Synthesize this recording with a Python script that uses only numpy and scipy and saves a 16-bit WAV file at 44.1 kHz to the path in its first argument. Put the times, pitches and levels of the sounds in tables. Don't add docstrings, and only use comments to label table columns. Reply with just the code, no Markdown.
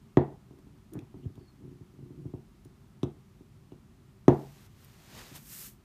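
import sys
import numpy as np
from scipy import signal
from scipy.fft import rfft, irfft
from scipy.io import wavfile

SR = 44100
rng = np.random.default_rng(int(sys.argv[2]) if len(sys.argv) > 2 else 0)


def dump(signal):
    limited = np.clip(np.atleast_2d(signal).T, -1, 1)
    pcm = np.round(limited * 32767).astype(np.int16)
    wavfile.write(sys.argv[1], SR, pcm)


N = 257524
TIME = np.arange(N) / SR


def amp(db):
    return 10 ** (np.asarray(db) / 20)


def evened(x):
    return x / np.sqrt(np.mean(x ** 2) + 1e-20)


def peaked(x):
    return x / abs(x).max()


def read(points, hz):
    point_hz, value = np.transpose(points)
    return np.interp(np.log(hz + 1), np.log(point_hz + 1), value)


def add(mix, start_s, sound):
    part = mix[round(start_s * SR):][:len(sound)]
    part += sound[:len(part)]


def lowpass(x, hz, order=1):
    return signal.sosfilt(signal.butter(order, min(hz, SR / 2 - 1), fs=SR, output="sos"), x)


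def noise(spectrum):
    gain = amp(read(spectrum, np.fft.rfftfreq(N, 1 / SR)))
    return evened(irfft(rfft(rng.standard_normal(N)) * gain, N))


def ring(modes, t):
    sound = 0
    for k, (hz, db, t60) in enumerate(modes):
        decay = np.exp(-np.log(1000) * t / t60)
        sound = sound + (-1) ** k * amp(db) * decay * np.sin(2 * np.pi * hz * t)
    return sound


def swell(start_s, hold_s, rise_s, fall_s):
    early = np.maximum(start_s - TIME, 0)
    late = np.maximum(TIME - start_s - hold_s, 0)
    return np.exp(-np.log(10) * (early / rise_s + late / fall_s))


# frequency in Hz, relative level in dB.
AIR_SPECTRUM = [(19, -27), (32, -2), (54, -3.5), (71, -5.5), (142, -1), (175, -6.5), (209, -4), (264, -13),
                (300, -16), (398, -13), (430, -27.5), (1200, -27), (1300, -28), (1440, -31), (15000, -45)]


def still_air(level_db=-56):
    return amp(level_db) * noise(AIR_SPECTRUM)


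# frequency in Hz, decay by 60 dB in seconds.
ROOM_DECAY_TIMES = [(100, 0.46), (400, 0.28), (800, 0.33), (2000, 0.3), (5000, 0.2), (14000, .15)]


def room(spectrum, build_s=0.007, bass_build_s=0.0088, bass_hz=450):
    hz, t, grains = signal.stft(rng.standard_normal(SR), SR, nperseg=512)
    t60 = read(ROOM_DECAY_TIMES, hz)[:, None]
    decay = np.exp(-np.log(1000) * t / t60)
    decay = decay * np.sqrt(2 * np.log(1000) / (t60 * SR))
    band_build_s = build_s + bass_build_s / (1 + (hz[:, None] / bass_hz) ** 4)
    build = 1 - np.exp(-(t / band_build_s) ** 2)
    colour = amp(read(spectrum, hz))[:, None]
    return signal.istft(grains * decay * build * colour, SR, nperseg=512)[1][:SR]


# frequency in Hz, relative level in dB, 60 dB decay in seconds.
BASE_MODES = [(80, -26, .2), (127, -6.5, .044), (180, 4.7, .031), (248, 5.8, .019), (343, .8, .008),
              (356, -10.4, .129), (390, -18, .16), (539, -2.9, .008), (558, -2, .016), (1035, -14.5, .011),
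              (1945, -24.7, .012)]
# frequency in Hz, relative level in dB, 60 dB decay in seconds.
PLATE_MODES = [(820, -28, 0.085), (905, -26.5, 0.057), (1280, -27.5, 0.041), (1630, -36, 0.052)]
# delay in seconds, gain at low frequencies.
EARLY_ECHOES = [(0.00266, 0.8), (0.00666, 0.48), (0.00952, 0.4), (0.01665, 0.09), (0.02482, 0.13),
                (0.03713, 0.16), (0.04537, 0.08)]
# frequency in Hz, relative level in dB.
BLOW_ROOM = [(80, 9.5), (160, 19.5), (300, 26.5), (400, 34), (520, 15), (650, 22), (850, 20.5),
             (1000, 12.5), (1200, 3.5), (1400, 0), (1900, -1.5), (2400, -12.5), (4000, -14.5),
             (7000, -33.5)]
# frequency in Hz, relative level in dB, 60 dB decay in seconds.
STANDING_WAVE = (140, -26.5, .47)


def thump(echo_hz=900):
    t = np.arange(SR) / SR
    hz = np.fft.rfftfreq(SR, 1 / SR)
    echoes = sum(gain * np.exp(-2j * np.pi * hz * delay) for delay, gain in EARLY_ECHOES)
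    echoes = echoes / (1 + (hz / echo_hz) ** 2)
    base = irfft(rfft(ring(BASE_MODES, t)) * (1 + echoes), SR)
    sound = base + ring(PLATE_MODES, t) + ring([STANDING_WAVE], t) + room(BLOW_ROOM)
    return sound[:SR * 3 // 4]


# frequency in Hz, relative level in dB, 60 dB decay in seconds.
TABLE_MODES = [(61.6, -3.5, 0.037), (93, -0.5, 0.11), (141.8, -1.5, 0.06)]


def blows(rows, body):
    out = np.zeros(N)
    sway = peaked(ring(TABLE_MODES, np.arange(len(body)) / SR))
    for start_s, peak_db, hard_hz, sway_db in rows:
        blow = peaked(lowpass(body, hard_hz, order=2))
        add(out, start_s, amp(peak_db) * blow + amp(sway_db) * sway)
    return out


# start in seconds, peak of the blow in dB,
# hardness as the corner of the blow's spectrum in Hz, peak of the table sway in dB.
SNAP_BLOWS = [(.17105, -5.5, 3990, -23.5), (4.2808, -1.77, 3510, -45)]


def snaps(body):
    return blows(SNAP_BLOWS, body)


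# start in seconds, peak of the direct sound in dB, tilt in dB per octave
# (well above 2 kHz), pitch of the struck part in Hz, relative level of its ring in dB.
STEEL_TICKS = [(0.171, -26.5, -11.5, 1900, 5.5), (.587, -57, 5, 1880, 17), (0.9352, -38, 10.5, 9470, 3),
               (0.9904, -43.5, -6, 2500, 10), (1.355, -55, -2, 6000, -11), (2.649, -49, 7, 9600, 4),
               (3.031, -33.5, -6.5, 3670, 10), (3.033, -37.5, -5.5, 1120, 19.5),
               (3.0383, -43, -10, 6150, 15), (3.7197, -58, -10, 2940, 7), (4.2813, -27.5, -6, 6140, 10.5),
               (4.846, -41.5, 16, 12240, 2), (5.3555, -47, 19, 12700, -5)]
# frequency in Hz, relative level in dB, 60 dB decay in seconds.
LINK_MODES = [(2150, -12.5, .025), (2650, -2, 0.011), (3370, 5, 0.0092), (3970, -2.5, 0.013),
              (5740, 4.5, 0.0076), (6000, -5, 0.0068), (6790, -4, 0.02), (8860, -6, 0.028),
              (11700, -14, 0.03), (13700, -16, 0.013)]
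# frequency in Hz, level in dB against the direct sound.
TICK_ROOM_SPECTRUM = [(1000, -7), (1500, -3), (2000, -3), (2600, -9), (3700, -11), (6000, -15),
                      (14000, -14)]


def ticks(crack_db=-2, crack_s=0.0045, rise_s=0.00031, part_t60=.009):
    out = np.zeros(N)
    t = np.arange(SR // 20) / SR
    hz = np.fft.rfftfreq(len(t), 1 / SR)
    for start_s, peak_db, tilt_db, part_hz, part_db in STEEL_TICKS:
        crack = rng.standard_normal(len(t)) * np.exp(-t / crack_s)
        crack = crack - lowpass(crack, 1500)
        steel = ring(LINK_MODES + [(part_hz, part_db, part_t60)], t)
        sound = (steel + amp(crack_db) * crack) * (1 - np.exp(-t / rise_s))
        tilt = amp(tilt_db * np.log2(1 + hz / 2000))
        sound = irfft(rfft(sound) * tilt, len(t))[:len(t) * 3 // 4]
        add(out, start_s, amp(peak_db) * peaked(sound))
    return out + signal.fftconvolve(out, room(TICK_ROOM_SPECTRUM, build_s=0.0022))[:N]


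def off_centre(body, node_hz=580, node_q=0.91, depth=0.51):
    return body - depth * signal.lfilter(*signal.iirpeak(node_hz, node_q, fs=SR), body)


# start in seconds, peak of the blow in dB,
# hardness as the corner of the blow's spectrum in Hz, peak of the table sway in dB.
HANDLING_KNOCKS = [(.508, -41.5, 1200, -60), (.587, -47, 1400, -72), (.668, -47, 900, -62),
                   (.953, -32, 1110, -41), (.970, -36.5, 1000, -38), (1.022, -42, 1400, -44),
                   (1.142, -38.5, 1300, -48), (1.256, -34.5, 307, -27), (1.377, -41, 1190, -42),
                   (1.622, -50.5, 1100, -44), (1.676, -41, 344, -48), (1.808, -41.5, 338, -43.5),
                   (1.988, -41.5, 352, -71), (2.025, -41, 343, -51), (2.104, -40, 348, -51),
                   (2.2535, -33.5, 456, -35.5), (2.337, -29, 730, -38), (2.655, -41.5, 493, -75),
                   (3.0312, -17.5, 654, -32), (3.407, -41.5, 400, -64), (3.7198, -36.5, 846, -57),
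                   (5.314, -41, 203, -62)]


def knocks(hinge):
    return blows(HANDLING_KNOCKS, hinge)


# start in seconds, hold in seconds, level in dB before the overall drag trim.
PIVOT_DRAGS = [(0.529, 0.019, -46.5), (.68, 0.072, -55), (1.17, 0.13, -46), (1.388, 0.023, -46),
               (1.609, 0.14, -47), (1.947, 0.23, -51), (2.192, 0.093, -42.5)]


def drag(hinge, slips_per_s=70, hard_hz=260, trim_db=-4, rise_s=0.055, fall_s=0.057):
    pace = rng.exponential(1, N // 512 + 1).repeat(512)[:N]
    travel = np.cumsum(pace) * slips_per_s / SR
    slips = np.diff(np.floor(travel), prepend=0) * rng.uniform(0.25, 1, N)
    rumble = evened(lowpass(signal.oaconvolve(slips, hinge)[:N], hard_hz, order=2))
    pushes = sum(amp(db) * swell(start_s, hold_s, rise_s, fall_s) for start_s, hold_s, db in PIVOT_DRAGS)
    return amp(trim_db) * rumble * pushes


def squeak(start_s, hold_s, db, pitch_hz, width_hz, rise_s=0.016, fall_s=0.043, sag_oct_per_s=0.45):
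    hz = pitch_hz * 2 ** (-sag_oct_per_s * np.maximum(TIME - start_s, 0))
    flutter = lowpass(rng.standard_normal(N) + 1j * rng.standard_normal(N), width_hz, order=2)
    tone = evened((flutter * np.exp(2j * np.pi * np.cumsum(hz) / SR)).real)
    return amp(db) * swell(start_s, hold_s, rise_s, fall_s) * tone


# start in seconds, hold in seconds, level in dB,
# pitch at the start in Hz, width of the band to either side in Hz.
PIVOT_SQUEAKS = [(0.931, 0.057, -42.5, 296.5, 64.7), (0.943, .035, -65.5, 1432, 500),
                 (1.233, .015, -73, 3050, 350), (1.384, 0.064, -80, 4560, 200),
                 (1.478, 0.013, -69, 4340, 45)]


def squeaks():
    return sum(squeak(*row) for row in PIVOT_SQUEAKS)


# start in seconds,
# hold in seconds, rise in seconds, fall in seconds, soft rub in dB, fine hiss in dB.
CLOTH_MOVES = [(4.304, 0.36, 0.014, 0.02, -65.5, -69.5), (4.818, 0.014, .1, .16, -71, -71.5),
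               (5.161, 0.19, 0.57, 0.12, -58, -64), (5.181, 0.008, 0.099, 0.14, -52, -63.5),
               (5.357, 0.0084, 0.019, 0.032, -52.5, -51), (5.528, 0.14, 0.14, 0.065, -63, -46)]
# frequency in Hz, relative level in dB.
RUB_SPECTRUM = [(150, 4.5), (400, -0.5), (900, -1), (1500, -2), (3500, -4.5), (6500, -7.5), (10000, -18),
                (15000, -44)]
# frequency in Hz, relative level in dB.
HISS_SPECTRUM = [(600, -48.5), (1200, -10), (4000, -8), (7000, -3.5), (9000, -2.5), (10500, -5), (12800, 1),
                 (15000, -5.5)]


def cloth():
    grain = amp(.8 * evened(lowpass(rng.standard_normal(N), 150, order=2)))
    rub, hiss = noise(RUB_SPECTRUM), noise(HISS_SPECTRUM)
    out = np.zeros(N)
    for start_s, hold_s, rise_s, fall_s, rub_db, hiss_db in CLOTH_MOVES:
        out += swell(start_s, hold_s, rise_s, fall_s) * (amp(rub_db) * rub + amp(hiss_db) * hiss)
    return grain * out


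def scene():
    body = thump()
    hinge = off_centre(body)
    clamp = snaps(body) + ticks() + knocks(hinge) + drag(hinge) + squeaks()
    return (still_air() + clamp + cloth())[None]


def record(dry, bass_hz=43, edge_hz=15200):
    dry = signal.sosfilt(signal.butter(4, bass_hz, "high", fs=SR, output="sos"), dry)
    band_limit = signal.firwin(511, edge_hz, window=("kaiser", 8), fs=SR)
    return signal.oaconvolve(dry, band_limit[None], "same")


dry = scene()
out = record(dry)
dump(out)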